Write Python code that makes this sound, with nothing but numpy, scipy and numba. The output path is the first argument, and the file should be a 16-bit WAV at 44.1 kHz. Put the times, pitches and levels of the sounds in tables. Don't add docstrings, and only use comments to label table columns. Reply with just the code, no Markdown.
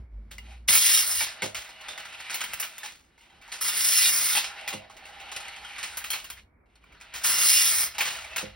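import sys
import numpy as np
from scipy import signal
from scipy.fft import rfft, irfft, next_fast_len
from scipy.io import wavfile
from scipy.ndimage import uniform_filter1d
from numba import njit

SR = 44100
rng = np.random.default_rng(int(sys.argv[2]) if len(sys.argv) > 2 else 0)


def store_pcm(level_fs):
    pcm = np.round(np.clip(level_fs, -1, 1) * 32767).astype(np.int16)
    wavfile.write(sys.argv[1], SR, np.atleast_2d(pcm).T)


N = 377055
T = np.arange(N) / SR

# time_s, level_db
HUM_LEVELS = [(0.0, -34.5), (0.09, -52), (0.14, -43), (0.76, -45.5), (0.83, -62), (1.07, -63), (1.19, -52),
              (1.4, -72), (1.59, -58), (1.71, -93), (1.9, -64), (2.07, -88.5), (4.5, -63.5), (4.55, -75),
              (6.45, -59.5), (6.69, -65.5), (7.98, -60), (8.1, -63.5), (8.45, -58), (8.55, -59)]
# pitch_hz, width_hz, relative_db
RUMBLE_TONES = [(84, 12, 3), (105, 20, -2.5), (157, 12, -9), (216, 14, -1), (352, 10, -16.5),
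                (563, 14, -14)]
# freq_hz, relative_db
AIR_COLOUR = [(30, 0), (60, 0.5), (100, -9), (200, -8.5), (300, -10), (600, -16), (1000, -18), (2050, -22),
              (2250, -15), (2450, -27), (3000, -57), (5000, -68.5), (9000, -51)]
# time_s, level_db
HAND_SHIFT = [(0.2, -95.5), (.42, -59.5), (.53, -50.5), (.66, -81.5)]
# start_s, meet_ramp_s, crest_s, leave_ramp_s, land_s, bump_stop_s, halt_s,
# upper_drone_offset_db, rib_hz, rolling_offset_db
LAPS = [(0.675, 0.684, 1.015, 1.235, 1.27, 1.42, 2.95, -7, 326.5, 0),
        (3.0, 3.613, 4.09, 4.385, 4.44, 4.731, 6.44, 1, 354, -1),
        (6.66, 7.24, 7.725, 7.855, 7.94, 8.415, 10.1, -7, 340, 0)]
# stage, rolling_db, treble_db, upper_drone_db, lower_drone_db, clank_body_db
LAP_PROFILE = [(0, -79.5, -5, -3, -16.5, -5.5), (.4, -59, -11.5, -13.5, -20.5, -20),
               (1.002, -48, -11, -14, -17.5, -42), (2, -40.5, -11.5, -15, -23, -28),
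               (2.7, -43.5, -9.5, -7.5, -14.5, -75), (3, -43.5, -20, -9, -17, 12.5),
               (3.09, -57.5, -13, -4, -6, -25), (3.15, -50, -10, -7, -12.5, 12),
               (3.4, -42.5, -10.5, -10.5, -20, -6.5), (3.72, -42, -4, -17.5, -46, -49),
               (3.88, -47, -2.5, -20, -19, -67), (3.969, -53, -4.5, -44, -29, -35),
               (4, -77, 5, -16, -23.5, -20)]
# pitch_hz, width_hz
TRACK_HOLLOWS = [(797, 55), (640, 40)]
# freq_hz, gain_db
TRACK_COLOUR = [(100, -16), (400, -16.5), (800, -6), (2000, -2), (3200, -2), (5000, -3.5), (8000, -2),
                (12000, -12.5), (16000, -25.5)]
# pitch_hz, width_hz, gain_db
TRACK_MODES = [(980, 71, -10), (1380, 41, -4), (1484, 50, -11), (2913, 33, -6), (2073, 770, 5),
               (2450, 60, -13.5), (2720, 89, -5), (3130, 23, -12), (3590, 37, -19), (3860, 36, -9.5),
               (4320, 59, -7.5), (5150, 55, -15.5), (8500, 260, -7.5)]
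# start_s, level_db, treble_db, rattle_t60_s,
# then pitch_hz, level_db for each of three struck rings (main, second, low hollow)
CLANKS = [(0.3093, -45, -10, 0.24, 1540, -63, 2180, -66, 920, -70),
          (0.3128, -35, -8, 0.11, 1540, -51, 2690, -61, 920, -64),
          (0.382, -31, -7, 0.032, 2030, -37, 2880, -46, 830, -71),
          (0.6857, -20, -26, 0.021, 3420, -21.5, 2030, -21, 1290, -51),
          (0.6868, -22, -13, 0.033, 4190, -21, 5150, -25, 1290, -53),
          (0.7284, -16, 1, 0.25, 2180, -27, 1790, -44, 1290, -41),
          (0.7524, -16.5, 8, 0.092, 2310, -24.5, 1290, -29, 1090, -39),
          (1.2053, -18.5, -26, 0.32, 2310, -31, 2690, -41, 920, -39),
          (1.42, -21, -16, 0.23, 2180, -19, 1540, -24, 830, -38),
          (1.546, -24.5, -10, 0.37, 2180, -37, 2880, -40, 1290, -52),
          (1.691, -40, -19, 0.094, 1790, -56, 2310, -59, 830, -47),
          (1.811, -38, -13, 0.12, 2180, -61, 1790, -48, 1090, -55),
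          (1.8832, -30.5, -18, 0.24, 3590, -42, 1540, -42, 1290, -45),
          (1.9764, -30, -12, 0.16, 2030, -40, 3420, -46, 830, -50),
          (2.05, -38, -14, 0.24, 1410, -40.5, 2030, -33, 830, -46),
          (2.1253, -40, -17, 0.08, 1790, -36, 3190, -56, 1410, -44),
          (2.2019, -34, -13.5, 0.1, 2030, -36, 1410, -44, 830, -56),
          (2.297, -27.5, -14.5, 0.82, 2450, -40, 1410, -45, 1290, -41),
          (2.343, -23.5, 3, 0.089, 2180, -34, 4310, -32, 1290, -50),
          (2.406, -23, -7, 0.14, 3190, -42, 2180, -40, 920, -63),
          (2.439, -30, 4, 0.053, 2180, -40, 3190, -46, 1290, -52),
          (2.534, -24.5, 1, 0.057, 2030, -32, 2690, -39, 920, -68),
          (2.5982, -27.5, 6.5, 0.2, 2030, -34, 2450, -38, 920, -64),
          (2.626, -25.5, -31.5, 0.18, 2880, -37, 2310, -53, 1290, -52),
          (2.781, -31.5, 1, 0.059, 2180, -42, 3590, -55, 920, -65),
          (2.8321, -29.5, -12, 0.41, 1790, -23.5, 2180, -47, 830, -41.5),
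          (3.178, -53.5, -11.5, 0.53, 2180, -59, 1790, -60, 920, -64),
          (3.208, -58, -14, 0.25, 2180, -55, 2880, -58, 920, -61),
          (3.299, -54, -13.5, 0.062, 3190, -64, 2030, -58, 920, -68),
          (3.413, -50, -9, 0.21, 2310, -51.5, 1410, -63, 1090, -64),
          (3.478, -42, -17, 0.22, 2180, -50, 920, -56, 830, -63),
          (3.518, -28.5, -23, 0.34, 2310, -48, 4310, -41.5, 1290, -54),
          (3.611, -41, 11, 0.085, 1290, -35, 4310, -54, 1090, -55),
          (4.351, -21, -17, 0.37, 3190, -31, 2690, -30, 830, -33.5),
          (4.368, -23, -21, 0.13, 2690, -25, 830, -32, 920, -39),
          (4.442, -25, -20, 0.11, 3190, -41, 2880, -49, 1290, -49),
          (4.6105, -36, -19, 0.036, 830, -67, 2880, -59, 1090, -53),
          (4.677, -20.5, -6.5, 0.16, 2030, -27, 2450, -31, 1290, -52),
          (4.7274, -30, -25, 0.18, 2880, -44, 2030, -37, 1090, -43),
          (4.8973, -44.5, -13, 0.28, 830, -55, 1290, -54, 1090, -56),
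          (4.967, -40.5, -10, 0.1, 2030, -50, 2880, -61, 830, -65),
          (5.053, -40.5, -14, 0.27, 2690, -40, 2180, -38, 830, -57),
          (5.2, -39, -10, 0.12, 830, -59, 2690, -45.5, 1090, -68),
          (5.316, -29.5, -18, 0.2, 2310, -56, 830, -48, 1090, -52),
          (5.362, -24, -29, 0.08, 3190, -52, 2450, -39, 1290, -48),
          (5.402, -33, -23, 0.17, 1410, -45, 2450, -45, 1290, -38),
          (5.4492, -43, -18, 0.055, 2880, -46, 2450, -44, 1290, -58),
          (5.482, -31, -30, 0.05, 2030, -36, 2690, -49, 830, -60),
          (5.5338, -46, -16.5, 0.05, 2310, -55, 1790, -54, 830, -65),
          (5.562, -36, -17, 0.078, 3190, -48, 1410, -63, 830, -70),
          (5.6472, -36, -16, 0.054, 3190, -49, 1410, -45.5, 830, -58),
          (5.706, -56, -10, 0.055, 2450, -49, 2880, -56, 830, -49),
          (5.782, -30, -20, 0.23, 2450, -46, 1290, -49, 1090, -47),
          (5.829, -22.5, -13, 0.22, 1540, -41, 2180, -49, 1290, -47),
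          (5.97, -24.5, 1.5, 0.11, 2450, -45, 1540, -46, 920, -63),
          (6.0408, -28, -4.5, 0.21, 2450, -38, 1290, -37, 830, -62),
          (6.103, -25, 3.5, 0.17, 4310, -34, 3190, -34.5, 920, -55),
          (6.132, -25.5, -16, 0.28, 4310, -35, 2180, -49, 1290, -49),
          (6.243, -35, 0, 0.077, 2880, -51, 3190, -57, 1090, -61),
          (6.301, -27, -1.5, 0.11, 2310, -50, 3190, -51, 1090, -69),
          (6.755, -49.5, -18, 0.059, 4310, -66.5, 1790, -71, 830, -71),
          (6.838, -59, -5.5, 0.062, 2310, -63, 1410, -70, 1090, -67),
          (6.923, -52, -10, 0.093, 2310, -57, 1540, -63, 1290, -61),
          (7.001, -47, -14, 0.071, 1540, -50, 2030, -43.5, 1290, -58.5),
          (7.011, -37.5, -15, 0.12, 2450, -45.5, 3590, -64, 830, -57),
          (7.1388, -27.5, -8, 0.65, 2310, -43, 2690, -53, 1090, -56),
          (7.241, -27.5, -24, 1, 1410, -31, 2880, -42, 1290, -48),
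          (7.947, -36, -23, 0.11, 2690, -52, 2310, -54, 830, -52),
          (7.9819, -19.5, -7, 0.4, 2310, -33, 2690, -27, 830, -30.5),
          (8.0053, -27, -1, 0.088, 2450, -24, 2030, -31, 830, -41),
          (8.0077, -18.5, -5, 0.057, 3190, -37, 1790, -20, 830, -50),
          (8.052, -26.5, -14, 0.73, 2030, -33, 2690, -42, 920, -52),
          (8.242, -44, -31, 0.11, 2310, -39, 1790, -57, 830, -46),
          (8.3608, -21.5, -4, 0.13, 2180, -32, 2690, -41, 1290, -46),
          (8.381, -23.5, -26, 0.13, 2690, -28.5, 2030, -36, 1290, -52),
          (8.411, -35, -19, 0.25, 2450, -42, 1290, -39, 830, -47)]
# pitch_hz, shaken_db, t60_s
JOINT_RINGS = [(830, -43, 0.084), (920, -40.5, 0.106), (1090, -48, 0.11), (1290, -38, 0.034),
               (1410, -39.5, 0.078), (1540, -31.5, 0.0376), (1790, -28.5, 0.016), (2030, -22, 0.035),
               (2180, -14, 0.043), (2310, -10.5, 0.084), (2450, -12.5, 0.061), (2690, -8.5, 0.0446),
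               (2880, -15.5, 0.077), (3190, -19.5, 0.17), (3420, -27.5, 0.044), (3610, -24, 0.25),
               (4190, -30, 0.029), (4310, -16.5, 0.054), (5150, -31.5, 0.04)]
# time_s, level_db, treble_db, body_db
CLIMBS = [
    [(.684, -28.5, 1.5, 8), (.74, -27.5, 0, 8), (.79, -31, 0.5, 0.5), (.87, -24, -2.5, 0.5),
     (1.01, -29.5, 0, 5), (1.035, -30.5, -5, 4), (1.1, -34, 0.5, 10), (1.235, -32.5, -3.5, 0)],
    [(3.616, -35, 0.5, 9.5), (3.695, -29, -4, 7), (3.72, -32, -7, 7.5), (3.83, -31, -0.5, 6.5),
     (3.94, -27, -1, 2.5), (4.064, -24.5, -3.5, 0.5), (4.1, -30.5, -0.5, 8), (4.2, -29.5, -2, 7.5),
     (4.385, -26, -6, 3)],
    [(7.243, -32, 0, 3), (7.28, -29.5, 0, 9.5), (7.37, -28, -5, 7), (7.45, -29.5, 2.5, 9),
     (7.52, -25, -1.5, 1), (7.6, -25.5, -2.5, 1.5), (7.69, -27.5, -2.5, 3.5), (7.735, -29.5, -2.5, 8.5),
     (7.79, -32.5, 1.5, 11), (7.855, -32, -1.5, 8.5)],
]
# freq_hz, gain_db
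RAMP_COLOUR = [(100, -21), (500, -22.5), (1000, -13), (1900, -7.5), (3500, -3.5), (6500, 3.5), (9000, 4.5),
               (13000, 2.5), (16000, 1.5)]
# pitch_hz, width_hz, rising_leaf_db, falling_leaf_db
RAMP_MODES = [(640, 40, -10, -12), (1400, 110, -3, -5), (1930, 90, -7, -5), (2030, 60, -5, -9),
              (2130, 60, -9, -3), (2270, 130, -3, -10), (2450, 60, -5, -10), (2815, 30, 4, -2),
              (3235, 40, -1, -9), (3520, 40, -7, -14), (3760, 50, -8, -12), (5070, 120, -10, -4),
              (5750, 90, -12, -13), (6100, 90, -12, -13), (4200, 70, -7, -9), (4850, 80, -6, -13),
              (5330, 90, -1, -7), (5410, 70, -6, -9), (6550, 90, -6, -14), (7400, 100, -6, -12),
              (7850, 150, -5, -12), (8480, 100, -11, -12), (8800, 200, -9, -1), (9400, 110, -10, -12),
              (9930, 60, -5, -12), (10580, 130, -8, -7), (11010, 90, -7, -10), (12430, 80, -4, -12),
              (12900, 200, -9, 0), (13950, 130, -10, -2), (14650, 130, -6, -8), (15450, 150, -4, -3)]
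# start_s, push_db
THUDS = [(0.684, -47), (0.749, -50.5), (1.422, -40.5), (4.736, -44), (8.427, -42.5)]
# pitch_hz, gain_db, t60_s
THUD_MODES = [(102, -5, .4), (145, -7, .22), (180, -8, .15), (205, -1, .25), (255, -5, .2), (325, -3, .16),
              (418, -8, .14), (484, -6, .13), (528, 0, .2), (603, -8, .15)]
# freq_hz, left_lead_rad
PORT_LEAD = [(0, 0), (1550, -0.0), (3790, 0.7), (5170, 0.1), (5600, 0.7), (6370, 2.6), (8180, 3.5),
             (9730, 6.2), (11600, 6.5), (11900, 7.8), (12600, 9.1), (14400, 9.7), (15700, 12.2),
             (16400, 12.4)]
# freq_hz, left_minus_right_db
PORT_BALANCE = [(60, -0.5), (110, -0.5), (200, -1.0), (380, -2.0), (700, -2.5), (1290, -1.0), (2380, -0.5),
                (4400, -0.5), (8120, 0.0), (15000, 0.0)]

HOP_SAMPLES = 32


def undb(db):
    return 10 ** (np.asarray(db) / 20)


def unit(x):
    return x / np.sqrt(np.mean(x ** 2))


def decay(t, t60_s):
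    return np.exp(-np.log(1000) * t / t60_s)


def curve(x, points):
    return np.interp(x, *np.transpose(points))


def butter(x, hz, kind="low", order=2):
    return signal.sosfilt(signal.butter(order, hz, kind, fs=SR, output="sos"), x)


def band(x, hz, width_hz):
    return signal.lfilter(*signal.iirpeak(hz, hz / width_hz, SR), x)


def steep_band(x, hz, width_hz):
    return band(band(x, hz, width_hz), hz, width_hz)


def tilt(x, treble_db, split_hz):
    low = butter(x, split_hz)
    return low + undb(treble_db) * (x - low)


def colour(x, points):
    hz, db = np.transpose(points)
    grid_hz = np.linspace(1, SR / 2, 1025)
    cepstrum = irfft(np.log(undb(np.interp(np.log(grid_hz), np.log(hz), db))))
    cepstrum[1:1024] *= 2
    cepstrum[1025:] = 0
    return signal.oaconvolve(x, irfft(np.exp(rfft(cepstrum))))[:N]


def walk(rate_hz, count=N):
    hold = int(SR / rate_hz)
    steps = rng.standard_normal(4096)[:count // hold + 1]
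    return 1.2 * uniform_filter1d(np.repeat(steps, hold)[:count], hold)


def grit(rate_hz, spread_db, hiss):
    hits = rng.random(N) < rate_hz / SR
    force = np.minimum(rng.exponential(size=N), 3)
    contacts = hits * np.sign(rng.standard_normal(N)) * undb(spread_db * force)
    return unit(unit(contacts) + hiss * rng.standard_normal(N))


@njit
def resonators(x, tuning, damping, gain, hop):
    out = np.zeros(len(x))
    mid, low = np.zeros(len(damping)), np.zeros(len(damping))
    for i in range(len(x)):
        for m in range(len(damping)):
            g = tuning[i // hop, m]
            drive = gain[i // hop, m] * x[i] + 1e-18
            v = (mid[m] + g * (drive - low[m])) / (1 + g * (g + damping[m]))
            mid[m] = 2 * v - mid[m]
            low[m] += 2 * g * v
            out[i] += damping[m] * v
    return out


def tin(push, points, modes, ring_db, wander_db, wander_hz, drift_widths):
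    def slow(rate_hz):
        return walk(rate_hz * HOP_SAMPLES, count=len(push[::HOP_SAMPLES]))

    broad = colour(push, points)[:len(push)]
    gain = np.array([undb(db + wander_db * slow(wander_hz)) * np.sqrt(hz / width)
                     for hz, width, db in modes])
    drifts = np.broadcast_to(drift_widths, len(modes))
    centre_hz = np.array([hz + drift * width * slow(wander_hz / 2)
                          for (hz, width, _), drift in zip(modes, drifts)])
    tuning = np.tan(np.pi * centre_hz / SR)
    damping = np.array([width / hz for hz, width, _ in modes])
    rings = resonators(broad, tuning.T.copy(), damping, gain.T.copy(), HOP_SAMPLES)
    return broad + undb(ring_db) * rings


def hum(pitch_hz=56, wander_hz=2.5, loosen_s=.8):
    phase = np.cumsum(pitch_hz + wander_hz * walk(10)) / SR
    tone = np.sqrt(2) * np.sin(2 * np.pi * phase) * undb(2.8 * walk(8.7))
    noise = unit(steep_band(rng.standard_normal(N), pitch_hz, 31.4))
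    loose = np.clip((T - loosen_s) * 10, 0, 1)
    rumble = sum(undb(db) * unit(band(rng.standard_normal(N), hz, width))
                 for hz, width, db in RUMBLE_TONES)
    return ((1 - loose) * tone + loose * noise + undb(-19) * rumble) * undb(curve(T, HUM_LEVELS))


def air():
    mid, side = (unit(colour(rng.standard_normal(N), AIR_COLOUR)) for _ in range(2))
    side = butter(side, 250, "high") * np.array([[1], [-1]])
    return undb(-65.5 + 2.5 * walk(7)) * (mid + .75 * side)


def track_controls():
    laps = np.array(LAPS)
    marks_s = laps[:, [0, 1, 4, 5, 6]]
    lap = np.clip(np.searchsorted(marks_s[:, 0], T) - 1, 0, None)
    drone_offset_db, _, rolling_offset_db = laps[lap, -3:].T
    stage = np.interp(T, marks_s.ravel(), np.arange(marks_s.size)) % 5
    on_track = (T > marks_s[0, 0]) & (stage < 4) & ((stage < 1) | (stage > 2))
    stages, *columns = np.transpose(LAP_PROFILE)
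    level_db, treble_db, upper_db, lower_db, body_db = (np.interp(stage, stages, c) for c in columns)
    gain = undb(level_db + rolling_offset_db) * on_track
    gain += undb(curve(T, HAND_SHIFT)) * (T > HAND_SHIFT[0][0]) * (T < HAND_SHIFT[-1][0])
    return uniform_filter1d(gain, size=300), treble_db, upper_db + drone_offset_db, lower_db, body_db


def rolling(tick_rate_hz=22, tick_decay_s=.006):
    gain, treble_db, *drone_db, _ = track_controls()
    taps = (rng.random(N) < tick_rate_hz / SR) * np.minimum(rng.exponential(size=N), 2)
    ticks = signal.lfilter([1], [1, -np.exp(-1 / (tick_decay_s * SR))], taps)
    push = gain * (1 + .35 * ticks) * undb(1.5 * walk(70)) * grit(4500, spread_db=1.8, hiss=.9)
    drone = sum(unit(band(rng.standard_normal(N), hz, width)) * undb(db + 2.6 * walk(23))
                for (hz, width), db in zip(TRACK_HOLLOWS, drone_db))
    sheet = tin(push, TRACK_COLOUR, TRACK_MODES,
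                ring_db=-7, wander_db=3.5, wander_hz=20, drift_widths=.3)
    return tilt(undb(4.5) * sheet, treble_db, split_hz=4000) + gain * drone


def clanks(feed_t60_s=.17, scatter_db=4, strike_boost_db=4.5):
    t = T[:SR // 3]
    shake = np.zeros((3, N + SR))
    shaken, struck = np.zeros((2, N + SR))
    rattle = np.pad(grit(4000, spread_db=2.5, hiss=.8) * undb(1.8 * walk(150)), (0, SR))
    snap = rng.standard_normal(N + SR)
    rough = 1 + .55 * walk(350, count=N + SR)
    body_db = track_controls()[-1]
    scatters = rng.standard_normal((len(CLANKS), len(JOINT_RINGS)))
    ring_hz, ring_db, ring_t60_s = np.transpose(JOINT_RINGS)
    responses = np.array([band(signal.unit_impulse(2048), hz, 61) for hz in ring_hz])
    crack = 1.4 * np.exp(-t / .003) * np.clip(t / .0006, 0, 1)
    for (start_s, level_db, treble_db, t60_s, *rings), scatter in zip(CLANKS, scatters):
        span = slice(int(start_s * SR), int(start_s * SR) + len(t))
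        settle = decay(t, t60_s) * np.clip(t / .006, 0, 1)
        burst = undb(level_db) * (crack * snap[span] + settle * rattle[span])
        shake[:, span] += undb([[0], [treble_db], [body_db[span.start]]]) * burst
        joint = undb(ring_db + scatter_db * scatter) @ responses
        shaken[span] += signal.fftconvolve(burst * decay(t, feed_t60_s), joint)[:len(t)]
        for hz, db in np.reshape(rings, (3, 2)):
            k = np.argmin(abs(ring_hz - hz))
            phase = ring_hz[k] * (1 + .008 * scatter[k]) * t + scatter[k - 1]
            envelope = np.clip(t * hz / 4.3, 0, 1) * rough[span] * decay(t, ring_t60_s[k])
            struck[span] += undb(db + strike_boost_db) * envelope * np.sin(2 * np.pi * phase)
    middle = tin(shake[0, :N], TRACK_COLOUR, TRACK_MODES,
                 ring_db=-17, wander_db=4, wander_hz=12, drift_widths=.3)
    treble = butter(shake[1, :N], 5500, "high")
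    body = steep_band(shake[2, :N], 590, 1000)
    return undb(-.5) * (middle + treble) + undb(-10) * body + undb(-3) * shaken[:N] + struck[:N]


def ramp_controls(bite_s=.0098, fade_db_per_s=205, treble_fade_db_per_s=273):
    gain, treble_db, body_db, tipped = np.zeros((4, N))
    for (_, meet_s, crest_s, leave_s, land_s, *_), climb in zip(LAPS, CLIMBS):
        active = (T > meet_s - bite_s) & (T < land_s + .08)
        past_s = np.maximum(T - leave_s, 0)
        times_s, *columns = np.transpose(climb)
        level_db, high_db, low_db = (np.interp(T, times_s, c) for c in columns)
        bite = np.clip((T - meet_s) / bite_s + 1, 0, 1) ** 2
        gain += active * bite * undb(level_db - fade_db_per_s * past_s)
        treble_db += active * (high_db - treble_fade_db_per_s * past_s)
        body_db += active * low_db
        tipped += active * np.clip((T - crest_s) / .0033, 0, 1)
    return gain, treble_db, body_db, tipped


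def ramp_rasp(ribs_per_turn=14, minor_count=22):
    gain, treble_db, body_db, tipped = ramp_controls()
    rib_hz = curve(T, np.array(LAPS)[:, [1, -2]]) * (1 + .06 * walk(60))
    phase = np.cumsum(rib_hz) / SR
    ribs = 1 + 2.2 * np.exp(-(phase % 1) / .25)
    wobble = undb(np.sin(2 * np.pi * phase / ribs_per_turn) + .66 * walk(100))
    push = gain * unit(ribs * wobble * grit(5500, spread_db=1.1, hiss=.35))
    on_ramp = gain > 0
    falling = tipped[on_ramp][::HOP_SAMPLES]
    modes = [(hz, width, up_db + (down_db - up_db) * falling - .83 * np.log2(hz / 3000))
             for hz, width, up_db, down_db in RAMP_MODES]
    minor_hz = np.geomspace(1700, 4700, minor_count) * (1 + .008 * rng.standard_normal(minor_count))
    modes += [(hz, 50, -11.5) for hz in minor_hz]
    sheet = np.zeros(N)
    sheet[on_ramp] = tin(push[on_ramp], RAMP_COLOUR, modes, ring_db=-7, wander_db=3.5, wander_hz=24,
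                         drift_widths=[.25] * len(RAMP_MODES) + [1.8] * minor_count)
    low = butter(sheet, 1700)
    return tilt(undb(4) * (sheet - low + undb(body_db) * low), treble_db, split_hz=4800)


def thuds(shudder_s=.015):
    push, t = np.zeros(N + SR), T[:SR // 2]
    for (start_s, push_db), noise in zip(THUDS, rng.standard_normal((len(THUDS), len(t)))):
        start = int(start_s * SR)
        bump = 30 * (t == 0) + .6 * noise * np.exp(-t / shudder_s)
        push[start:start + len(t)] += undb(push_db) * bump
    ring = np.zeros(len(t))
    for k, (hz, db, t60_s) in enumerate(THUD_MODES):
        swell = 1 - np.exp(-t * hz / 1.1)
        ring += undb(db) * swell * decay(t, t60_s) * np.sin(2 * np.pi * hz * t + k * k)
    return undb(-25.5) * signal.oaconvolve(push[:N], ring)[:N]


def kitchen_reverb(x, level_db=-7, near_t60_s=.084, far_t60_s=.23, far_db=-6):
    t = T[:SR // 2]
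    mid_noise, side_noise = rng.standard_normal((2, len(t)))
    mid = .73 * butter(mid_noise, 700, "high", order=1)
    side = (butter(side_noise, [2300, 4630], "band")
            + 1.2 * steep_band(side_noise, 450, 800)
            + .24 * band(side_noise, 11900, 5800)
            + .5 * band(mid_noise[::-1], 17000, 5460)
            + .15 * band(side_noise[::-1], 14250, 6300)
            + .2 * band(side_noise[::-1], 1300, 700))
    onset = np.clip(t / .002 - 1, 0, 1)
    envelope = onset * (decay(t, near_t60_s) + undb(far_db) * decay(t, far_t60_s))
    tail = (mid + side * np.array([[1], [-1]])) * envelope
    tail /= np.sqrt(np.sum(tail ** 2, axis=1, keepdims=True))
    return undb(level_db) * signal.oaconvolve(x[None], tail, axes=1)[:, :N]


def scene():
    car = ramp_rasp() + rolling() + clanks() + thuds()
    return car + kitchen_reverb(car) + hum() + air()


def record(dry):
    low_cut_hz, high_cut_hz = 38, 15800
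    size = next_fast_len(N + 4096)
    hz = np.arange(size // 2 + 1) * SR / size
    left = np.exp(.5j * curve(hz, PORT_LEAD)) * undb(curve(hz, PORT_BALANCE) / 2)
    ports = irfft(rfft(dry, size) * np.array([left, 1 / left]), size)[:, :N]
    ports = butter(ports, low_cut_hz, "high")
    return signal.sosfilt(signal.ellip(10, .2, 80, high_cut_hz, fs=SR, output="sos"), ports)


dry = scene()
out = record(dry)
store_pcm(out)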